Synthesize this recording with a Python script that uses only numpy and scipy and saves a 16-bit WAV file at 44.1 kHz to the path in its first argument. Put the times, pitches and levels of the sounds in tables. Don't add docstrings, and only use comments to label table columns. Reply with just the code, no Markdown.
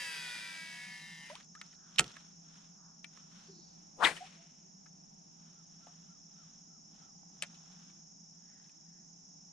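import sys
import numpy as np
from scipy import signal
from scipy.fft import rfft, irfft, next_fast_len
from scipy.io import wavfile
from scipy.ndimage import uniform_filter1d

SR = 44100
rng = np.random.default_rng(int(sys.argv[2]) if len(sys.argv) > 2 else 0)


def to_wav(s):
    ch = np.atleast_2d(s).T
    pcm = np.round(np.clip(ch, -1, 1) * 32767)
    wavfile.write(sys.argv[1], SR, pcm.astype(np.int16))


N = 419832
T = np.arange(N) / SR


def undb(db):
    return 10 ** (np.asarray(db) / 20)


def unit(x):
    return x / np.sqrt(np.mean(x ** 2))


def decay(t, t60):
    return np.exp(-np.log(1000) * t / t60)


def response(points, hz):
    f, db = np.transpose(points)
    return undb(np.interp(np.log(np.maximum(hz, 1)), np.log(f), db))


def colour(x, gain):
    size = next_fast_len(x.shape[-1], real=True)
    hz = np.arange(size // 2 + 1) * SR / size
    return irfft(rfft(x, size) * gain(hz), size)[..., :x.shape[-1]]


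def noise(points):
    return unit(colour(rng.standard_normal(N), lambda f: response(points, f)))


def band(hz, width_hz):
    return unit(colour(rng.standard_normal(N), lambda f: np.exp(-((f - hz) / width_hz / 2) ** 2)))


def walk(rate):
    knots = rng.standard_normal(4096)
    return np.interp(T * rate, np.arange(len(knots)), knots) * np.sqrt(3 / 2)


def bell(s, half_s):
    return np.exp(-((T - s) / half_s) ** 2)


def swell(s, db, attack_s, release_s):
    return undb(db) * np.exp(-np.log(1000) * np.maximum((s - T) / attack_s, (T - s) / release_s))


def pan(db):
    gains = undb(np.array([[db], [-db]]) / 2)
    return gains / gains.mean()


def wide(mid, side, side_db):
    return mid + undb(side_db) * side * np.array([[1], [-1]])


def ports(x, turn, pan_db):
    shifted = colour(x, lambda f: 1j * np.minimum(f / 1500, 1))
    return wide(x, turn * shifted, 0) * pan(pan_db)


def add(out, s, x):
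    i = int(s * SR)
    out[..., i:i + x.shape[-1]] += x[..., :N - i]


def vortex(hz, width_hz):
    angle = 2 * np.pi * np.cumsum(hz) / SR
    tone = band(0, width_hz) * np.cos(angle) + band(0, width_hz) * np.sin(angle)
    return tone / np.sqrt(uniform_filter1d(tone ** 2, size=400))


def crack(hz, t60, sharpness):
    t = T[:4096]
    burst = rng.standard_normal(len(t)) * decay(t, t60)
    x = signal.lfilter(*signal.iirpeak(min(hz, SR / 3), sharpness, fs=SR), burst)
    return x * np.sqrt(t60 * SR / 40 / np.sum(x ** 2))


def chirps(rows, rough_db):
    out = np.zeros(N)
    for s, start_hz, end_hz, length, db in rows:
        u = np.linspace(0, 1, int(length * SR))
        hz = start_hz + (end_hz - start_hz) * u ** 3
        shape = np.minimum(u * 20, 1) * (1 - u ** 2)
        add(out, s, undb(db) * shape * np.sin(2 * np.pi * np.cumsum(hz) / SR))
    return out * undb(rough_db * walk(120))


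# pitch_hz, level_db (relative)
AIR_COLOUR = [(25, -16), (60, -15.5), (105, -16), (135, -8.5), (170, 8.5), (240, -5), (350, -15),
              (520, -24.5), (780, -16), (1100, -26.5), (2000, -30.5), (4500, -30), (10000, -43),
              (12000, -61)]
# pitch_hz, side_minus_middle_db
AIR_SPREAD = [(50, -4.5), (200, -12), (380, 0), (700, 8), (1300, 10), (2400, -3), (10000, 0.5)]


def lake(air_db=-64, drone_hz=165, drone_db=-68.0):
    side = colour(noise(AIR_COLOUR), lambda f: response(AIR_SPREAD, f))
    air = wide(noise(AIR_COLOUR), side, 0) * undb(air_db + walk(1.8))
    return air + band(drone_hz, 3.4) * undb(drone_db)


# pitch_hz, width_hz, level_db (before INSECT_LEVEL), pulse_hz (average),
# pulse_depth_db (each way), left_minus_right_db
INSECT_CHOIRS = [(5245, 130, -71, 17, 2, -2), (5515, 140, -66, 35, 1, 0), (5810, 230, -69.5, 37, 2.5, -2),
                 (6200, 100, -71.5, 24, 4.5, -5), (6596, 97, -69.5, 22, 2, -1), (7107, 100, -77, 23, 8, -1)]
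# time_s, level_db
INSECT_LEVEL = [(0, -4), (1.5, .5), (5, -.5), (6.6, 1.5), (9.5, 1.6)]


def insects(side_db=-4):
    out = 0
    for hz, width_hz, db, pulse_hz, depth_db, pan_db in INSECT_CHOIRS:
        beat = np.sin(2 * np.pi * np.cumsum(pulse_hz * (1 + 0.036 * walk(3.7))) / SR)
        throb = unit(undb(depth_db * beat + .6 * walk(3)))
        choir = wide(band(hz, width_hz), band(hz, width_hz), side_db)
        out = out + choir * throb * undb(db) * pan(pan_db)
    time_s, level_db = np.transpose(INSECT_LEVEL)
    return out * undb(np.interp(T, time_s, level_db))


# start_s, level_db (before the hoarseness)
CROW_CAWS = [(5.53, -76.5), (5.79, -70), (6.07, -71.5), (6.34, -72), (6.68, -76.5), (7, -71)]


def crow(hz=1370, length=0.1264):
    out, u = np.zeros(N), np.linspace(0, 1, int(length * SR))
    pitch = hz * (1 - .2 * (2 * u - .8) ** 2)
    for s, db in CROW_CAWS:
        add(out, s, undb(db) * np.sin(np.pi * u) * np.sin(2 * np.pi * np.cumsum(pitch) / SR))
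    hoarse = out * (1 + band(0, 60) / 2)
    return wide(hoarse, out * band(0, 50), 0)


def lapping(hz=280, db=-63, t60=.2, spread_db=3, count=34):
    out, t = np.zeros(N), T[:SR // 4]
    for when, pitch, size in rng.uniform(-1, 1, (count, 3)):
        tone = np.sin(2 * np.pi * hz * 2 ** (.4 * pitch) * t * (1 + 0.35 * t))
        plop = tone * decay(t, t60) * np.minimum(t / 0.039, 1)
        add(out, 6.4 + 3 * when, undb(db + spread_db * size) * plop)
    return ports(out, .5, 0)


# start_s, start_pitch_hz, end_pitch_hz, length_s, level_db (before roughness)
BUBBLES_AND_FLICKS = [(3.482, 390, 357, .078, -59), (3.514, 346, 332, .12, -63),
                      (4.166, 3000, 3100, .015, -51.5), (4.175, 1870, 2000, .016, -50.5),
                      (4.205, 723, 788, 0.055, -47.5), (4.223, 771, 730, .041, -50),
                      (4.372, 669, 760, .12, -71)]


def bubbles_and_line_flicks():
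    return ports(chirps(BUBBLES_AND_FLICKS, rough_db=3), 0.83, 0)


# top_speed_s, pitch_hz (at top speed), level_db,
# speeding_up_s, slowing_down_s
ROD_PARTS = [(4.031, 1240, -24, .025, .12), (4.06, 2000, -25.5, .025, .13), (4.046, 3700, -24, .007, .01)]
ROD_ATTACK, ROD_RELEASE_S = 3.42, .145
# peak_s, level_db, attack_s, release_s (both for 60 dB)
AIR_RUSH = (4.05, -27.5, .088, 0.21)
# pitch_hz, level_db (relative)
AIR_RUSH_COLOUR = [(60, -21.5), (200, -2), (500, 0.5), (1200, -0.5), (2500, 1.5), (4200, -4), (6000, -15),
                   (8500, -11), (11000, -25.5), (15000, -42.5)]
# peak_s, level_db, attack_s, release_s (both for 60 dB)
LINE_FLIGHT = (4.17, -54.5, 0.26, 1.05)
# pitch_hz, level_db (relative)
LINE_FLIGHT_COLOUR = [(200, -8), (600, -4), (1200, -3), (2800, 2), (4200, -3.5), (6000, -13), (8500, -14),
                      (11500, -34), (15000, -50)]
# peak_s, level_db, attack_s, release_s (both for 60 dB)
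GUIDE_SIZZLE = (4.07, -46, .16, .34)
# pitch_hz, level_db (relative)
GUIDE_SIZZLE_COLOUR = [(2500, -25), (4500, -4), (7000, -1.5), (8500, 0), (10000, -2.5), (11300, -15),
                       (15000, -24.5)]


def swish(width_hz=240, pan_db=9, air_pan_db=6, line_pan_db=4, flutter_db=2, rough_db=1.5):
    tones = 0
    for s, hz, db, rise_s, fall_s in ROD_PARTS:
        speed = 1 / np.hypot(1, (T - s) / np.where(T < s, rise_s, fall_s))
        loudness = swell(s, db, ROD_ATTACK * rise_s, ROD_RELEASE_S)
        tones = tones + vortex(hz * speed, width_hz) * loudness
    air = wide(noise(AIR_RUSH_COLOUR), noise(AIR_RUSH_COLOUR), -5) * swell(*AIR_RUSH)
    line = wide(noise(LINE_FLIGHT_COLOUR), noise(LINE_FLIGHT_COLOUR), -5) * swell(*LINE_FLIGHT)
    sizzle = wide(noise(GUIDE_SIZZLE_COLOUR), noise(GUIDE_SIZZLE_COLOUR), -3) * swell(*GUIDE_SIZZLE)
    rod = (ports(tones, -.4, pan_db) + air * pan(air_pan_db)) * undb(rough_db * walk(110))
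    return rod + (line + sizzle) * pan(line_pan_db) * undb(flutter_db * walk(70))


# middle_s, length_s, pitch_hz, width_hz, level_db
FINGER_RUBS = [(0.86, .1, 2370, 130, -57.5), (1.853, 0.2, 1420, 199.8, -72), (2.856, 0.22, 1190, 250, -72),
               (3.597, 0.33, 4600, 395, -69), (8.56, .25, 1800, 179.3, -77), (8.949, .25, 1750, 180, -81)]


def rubs():
    out = np.zeros(N)
    for s, length, hz, width_hz, db in FINGER_RUBS:
        out += band(hz, width_hz) * undb(db) * bell(s, length / 2)
    return ports(out, .6, 0)


def gear_ticks(start=6.95, end=7.8, rate_hz=29, hz=800, t60=0.029, db=-63.5):
    out, t = np.zeros(N), T[:SR // 10]
    for s in np.arange(start, end, 1 / rate_hz):
        late, size = rng.standard_normal(2)
        knock = np.sin(2 * np.pi * hz * t) * decay(t, t60)
        add(out, s + late / rate_hz / 10, undb(db + 2 * size) * knock)
    return ports(out, .5, 0)


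# middle_s, half_length_s, level_db
HANDLE_PUSHES = [(1.38, 0.054, -62.5), (1.66, 0.093, -69.5), (2.09, 0.18, -62), (2.576, 0.13, -68.5),
                 (3.19, 0.078, -68.5), (3.394, .11, -65.5), (3.78, .1, -78), (5.48, .16, -76),
                 (5.92, 0.27, -74), (6.46, .17, -74.5), (7, .09, -72.5), (7.5, .15, -70.5),
                 (7.787, 0.19, -70), (8.62, .27, -79)]
# pitch_hz, level_db (relative)
GEAR_COLOUR = [(300, -6), (800, 0.5), (1400, 7.5), (2200, -1), (3400, 5.5), (5000, -6), (8000, -9.5),
               (10000, -18.5), (12000, -35.5), (15000, -28)]


def cranking(grain_db=1.5):
    effort = np.sqrt(sum((undb(db) * bell(s, half_s)) ** 2 for s, half_s, db in HANDLE_PUSHES))
    return wide(noise(GEAR_COLOUR), noise(GEAR_COLOUR), -2.5) * effort * undb(grain_db * walk(160))


# start_s, length_s, ticks_per_s, level_db (typical, before colouring)
RATTLE_SPELLS = [(1.26, .2, 45, -51.5), (1.66, .13, 35, -53), (2.011, .16, 55, -47), (7.681, .25, 15, -61),
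                 (8.45, 0.34, 15, -62.5)]
# pitch_hz, level_db
CONTACT_COLOUR = [(150, 3), (1000, -1.5), (5000, 2), (10000, -2.5), (11800, -15.5), (15000, -19)]


def rattle(low_hz=1400, high_hz=6500, t60=.012, spread_db=3):
    out = np.zeros((2, N))
    for start, length, rate_hz, db in RATTLE_SPELLS:
        for when, pitch, size, side in rng.random((round(length * rate_hz), 4)):
            tick = crack(low_hz * (high_hz / low_hz) ** pitch, t60, sharpness=3)
            gain = undb(db + spread_db * (2 * size - 1)) * pan(8 * (side - .5))
            add(out, start + when * length, tick * gain)
    return colour(out, lambda f: response(CONTACT_COLOUR, f))


def jolt(s=1.994, db=-39.5, t60=.25):
    age = np.maximum(T - s, 0)
    body = noise([(25, -2), (60, -2), (90, -6), (140, 13.5), (240, 3), (450, 1.5), (900, -16.5), (3000, -40)])
    return body * undb(db) * (T > s) * decay(age, t60)


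# start_s, level_db (peak, before colouring), pitch_hz,
# ring_s (to fall 60 dB), left_minus_right_db, metal_tick_db (relative to the peak)
CONTACTS = [(1.3538, -34, 3230, 0.0085, 3, -18), (1.408, -49, 2000, .02, 0, -20),
            (1.5514, -44, 1560, .022, 5, -24), (1.6135, -34, 2190, 0.02, 1, -32),
            (1.96, -40, 3500, 0.0089, 0, -18), (1.982, -28, 2700, 0.018, -2, -25),
            (1.9854, -12, 3180, .009, -6.5, -22), (1.9903, -8.5, 2800, .007, 3, -10),
            (1.9943, -9.5, 2200, .01, -6, -10.5), (1.9945, -9, 5200, .0067, -5, -15),
            (1.998, -20, 760, .009, -4, 5.5), (2.0053, -28, 2800, 0.025, 0, 0),
            (2.0423, -34, 2960, .008, -2, -12), (2.167, -40.5, 1630, 0.023, -5, -25),
            (3.0442, -35.5, 2300, .024, 8, -20), (3.173, -50, 1100, .025, -5, -25),
            (4.8597, -54, 1600, .05, 4, -32), (5.8682, -49, 708, .071, 3, -25),
            (7.4228, -25.5, 2550, 0.027, 7, -2), (7.427, -46.5, 630, 0.061, 1, -20),
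            (7.433, -33, 2110, 0.044, .5, -14), (7.544, -56.5, 3140, 0.084, -1.5, -18),
            (7.9, -58, 2300, .03, 4.5, -20), (8.694, -57.5, 2500, .024, 3.5, -8.5)]
# pitch_hz, level_db (relative), ring_s (to fall 60 dB)
REEL_TONES = [(714, -6, .09), (914, -5.5, .08), (1210, -4, 0.076), (1320.4, -1.5, 0.11), (1441, -2, 0.071),
              (1854, -2.5, 0.05), (2092, -3, 0.048), (2350, -4, .05), (2605, -2, .05), (3200, -2.5, .035),
              (4400, -8.5, .03), (9240, -5.5, .03)]


def clicks(sharpness=3.5, metal_hz=8500, metal_pan_db=2, ring_db=-15,
           deck_db=-20, deck_t60=0.15, lake_db=-35, lake_t60=0.3):
    dry = np.zeros((2, N))
    for s, db, hz, t60, pan_db, metal_db in CONTACTS:
        add(dry, s, undb(db) * crack(hz, t60, sharpness) * pan(pan_db))
        add(dry, s, undb(db + metal_db) * crack(metal_hz, t60, sharpness) * pan(metal_pan_db))
    t = T[:SR // 2]
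    ring = sum(undb(db - 60 * t / t60) * np.sin(2 * np.pi * hz * t) for hz, db, t60 in REEL_TONES)
    scatter_colour = [(100, 9.5), (700, 15), (2500, -0.5), (6000, -1), (12000, -6.5)]
    scatter = colour(rng.standard_normal((2, len(t))), lambda f: response(scatter_colour, f))
    deck = scatter * decay(t, deck_t60)
    faint_tail = scatter * decay(t, lake_t60)
    tails = [(ring, ring_db), (deck, deck_db), (faint_tail, lake_db)]
    tail = sum(undb(db) * unit(x) / np.sqrt(len(t)) for x, db in tails)
    dry = colour(dry, lambda f: response(CONTACT_COLOUR, f))
    turned = colour(dry, lambda f: 1 + .6j * np.minimum(f / 1500, 1) * np.array([[1], [-1]]))
    return turned + signal.fftconvolve(dry, tail, axes=1)[:, :N]


# start_s, start_pitch_hz, end_pitch_hz, length_s, level_db (before roughness)
THUMB_SQUEAKS = [(1.298, 581, 1700, .085, -50), (1.3, 950, 1210, .017, -48),
                 (1.549, 1220, 2600, 0.053, -58)]


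def squeaks():
    return ports(chirps(THUMB_SQUEAKS, rough_db=4), .7, 0)


# middle_s, half_length_s, pitch_hz, width_hz, level_db (before flutter)
LOOSE_COILS = (.42, .27, 3600, 240, -57.5)


def coils(flutter_db=5):
    s, half_s, hz, width_hz, db = LOOSE_COILS
    brush = band(hz, width_hz) * undb(db + flutter_db * walk(35.94))
    return ports(brush * bell(s, half_s), 0.27, 0)


# pitch_hz, level_db (relative)
LINE_COLOUR = [(200, -21), (600, -14), (1200, -12), (1750, -1), (2600, -3), (3500, -5), (4400, -12),
               (5400, -7), (7500, -17), (10000, -14), (11300, -30), (15000, -37)]


def bearing(angle, count=160):
    partials = rng.standard_normal(count) ** 2 * np.exp(2j * np.pi * rng.random(count))
    turn = irfft(partials, 4096)
    rumble = np.interp(angle / (2 * np.pi) % 1, np.linspace(0, 1, len(turn)), turn)
    return colour(rumble / turn.std(), lambda f: response(LINE_COLOUR, f))


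BRAKE_HZ = 975.4
# multiple, tone_db (before TONE_DB), sidebands_db (before MAGNET_DB)
BRAKE_HARMONICS = [(1, -68, 0), (2, -57, 0), (3, -69, -8), (4, -67, -4), (5, -59, -14), (6, -71, -12),
                   (7, -72, -16), (8, -73, -16), (9, -73, -18), (10, -80, -17), (11, -83, -19),
                   (12, -82, -28), (13, -90, -30), (14, -94, -32), (15, -99, -38)]
# multiple of the spool rate, level_db (relative)
SPOOL_SIDEBANDS = [(-12, -25), (-8, -18), (-4, 0), (-1, -8), (1, -19), (4, 0), (8, -18)]
# pitch_hz, level_db
FRAME_COLOUR = [(300, -36), (560, -27), (830, -17), (1230, -23), (1480, -7), (1700, -2), (2200, 0),
                (2650, -1), (3200, -3), (3600, -9), (4150, -9), (4600, -5), (7000, -7)]
# peak_s, level_db (before wavering), attack_s, release_s (both for 60 dB)
LINE_WHISTLE = (1.285, -60, 2, .12)
WHISTLE_PER_TURN = 83.5
# middle_s, half_length_s, level_db (before the slap)
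THUMB_ON_LINE = (1.312, 0.056, -59.5)
SPOOL_HZ, COAST_S, THROW_HZ, THROW_S = 182, .7655, 9, .045
THUMB_S, THUMB_PRESS_S = 1.325, .022
REFERENCE_HZ = 100
TONE_DB, TONE_POWER = 2, 0.95
MAGNET_DB, MAGNET_POWER = -52, 0.64
HISS_DB, HISS_POWER, HISS_FULL_HZ = -53, 1.32, 146
WHIRR_DB, WOBBLE_DB = -59, -77


def spool(throb=0.3, patchy_db=1.0, pan_db=1.5, turn=0.31, bright_db=1.5):
    size = int((THUMB_S + 10 * THUMB_PRESS_S) * SR)
    free = (1 - np.tanh((T - THUMB_S) / THUMB_PRESS_S / 2)) / 2
    hz = (SPOOL_HZ * np.exp(-T / COAST_S) + THROW_HZ * np.exp(-T / THROW_S)) * free
    speed = hz / REFERENCE_HZ
    angle = 2 * np.pi * np.cumsum(hz) / SR
    tone, sides = np.zeros(N), np.zeros(N)
    for k, (_, db, sidebands_db) in enumerate(BRAKE_HARMONICS, 1):
        switching = 2 * np.pi * k * BRAKE_HZ * T[:size]
        brightness_db = bright_db * np.log2(max(k / 2, 1)) * (hz[:size] - 64) / 110
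        force = undb(brightness_db + 1.2 * walk(25)[:size])
        tone[:size] += undb(db) * force * np.sin(switching + rng.uniform(0, 2 * np.pi))
        for m, order_db in SPOOL_SIDEBANDS:
            radiated = response(FRAME_COLOUR, k * BRAKE_HZ + m * hz[:size])
            gain = undb(order_db + sidebands_db) * force * radiated
            sides[:size] += gain * np.sin(switching + m * angle[:size] + rng.uniform(0, 2 * np.pi))
    tone = tone * undb(TONE_DB) * speed ** TONE_POWER
    sides = sides * undb(MAGNET_DB) * speed ** MAGNET_POWER * free
    whine = np.sqrt(2) * (tone + sides)
    flow = (np.minimum(hz, HISS_FULL_HZ) / REFERENCE_HZ) ** HISS_POWER
    whirr = bearing(angle) * undb(WHIRR_DB) * flow
    wobble = np.sin(3 * angle) * undb(WOBBLE_DB) * speed ** 2
    whistle = vortex(WHISTLE_PER_TURN * hz, width_hz=90) * swell(*LINE_WHISTLE) * undb(4 * walk(69.1))
    slap = (1 + throb * np.cos(angle)) * undb(patchy_db * walk(28))
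    rub_s, rub_half_s, rub_db = THUMB_ON_LINE
    hiss_level = undb(HISS_DB) * flow + undb(rub_db) * bell(rub_s, rub_half_s)
    hiss = wide(noise(LINE_COLOUR), noise(LINE_COLOUR), -3) * slap * hiss_level
    return ports(whine + whirr + wobble + whistle, turn, pan_db) + hiss


def scene():
    surroundings = lake() + insects() + crow() + lapping() + bubbles_and_line_flicks()
    handling = rubs() + gear_ticks() + cranking() + rattle() + jolt() + clicks()
    return surroundings + swish() + handling + squeaks() + coils() + spool()


def record(dry):
    return signal.sosfilt(signal.ellip(8, .2, 70, 15500, fs=SR, output="sos"), dry)


dry = scene()
out = record(dry)
to_wav(out)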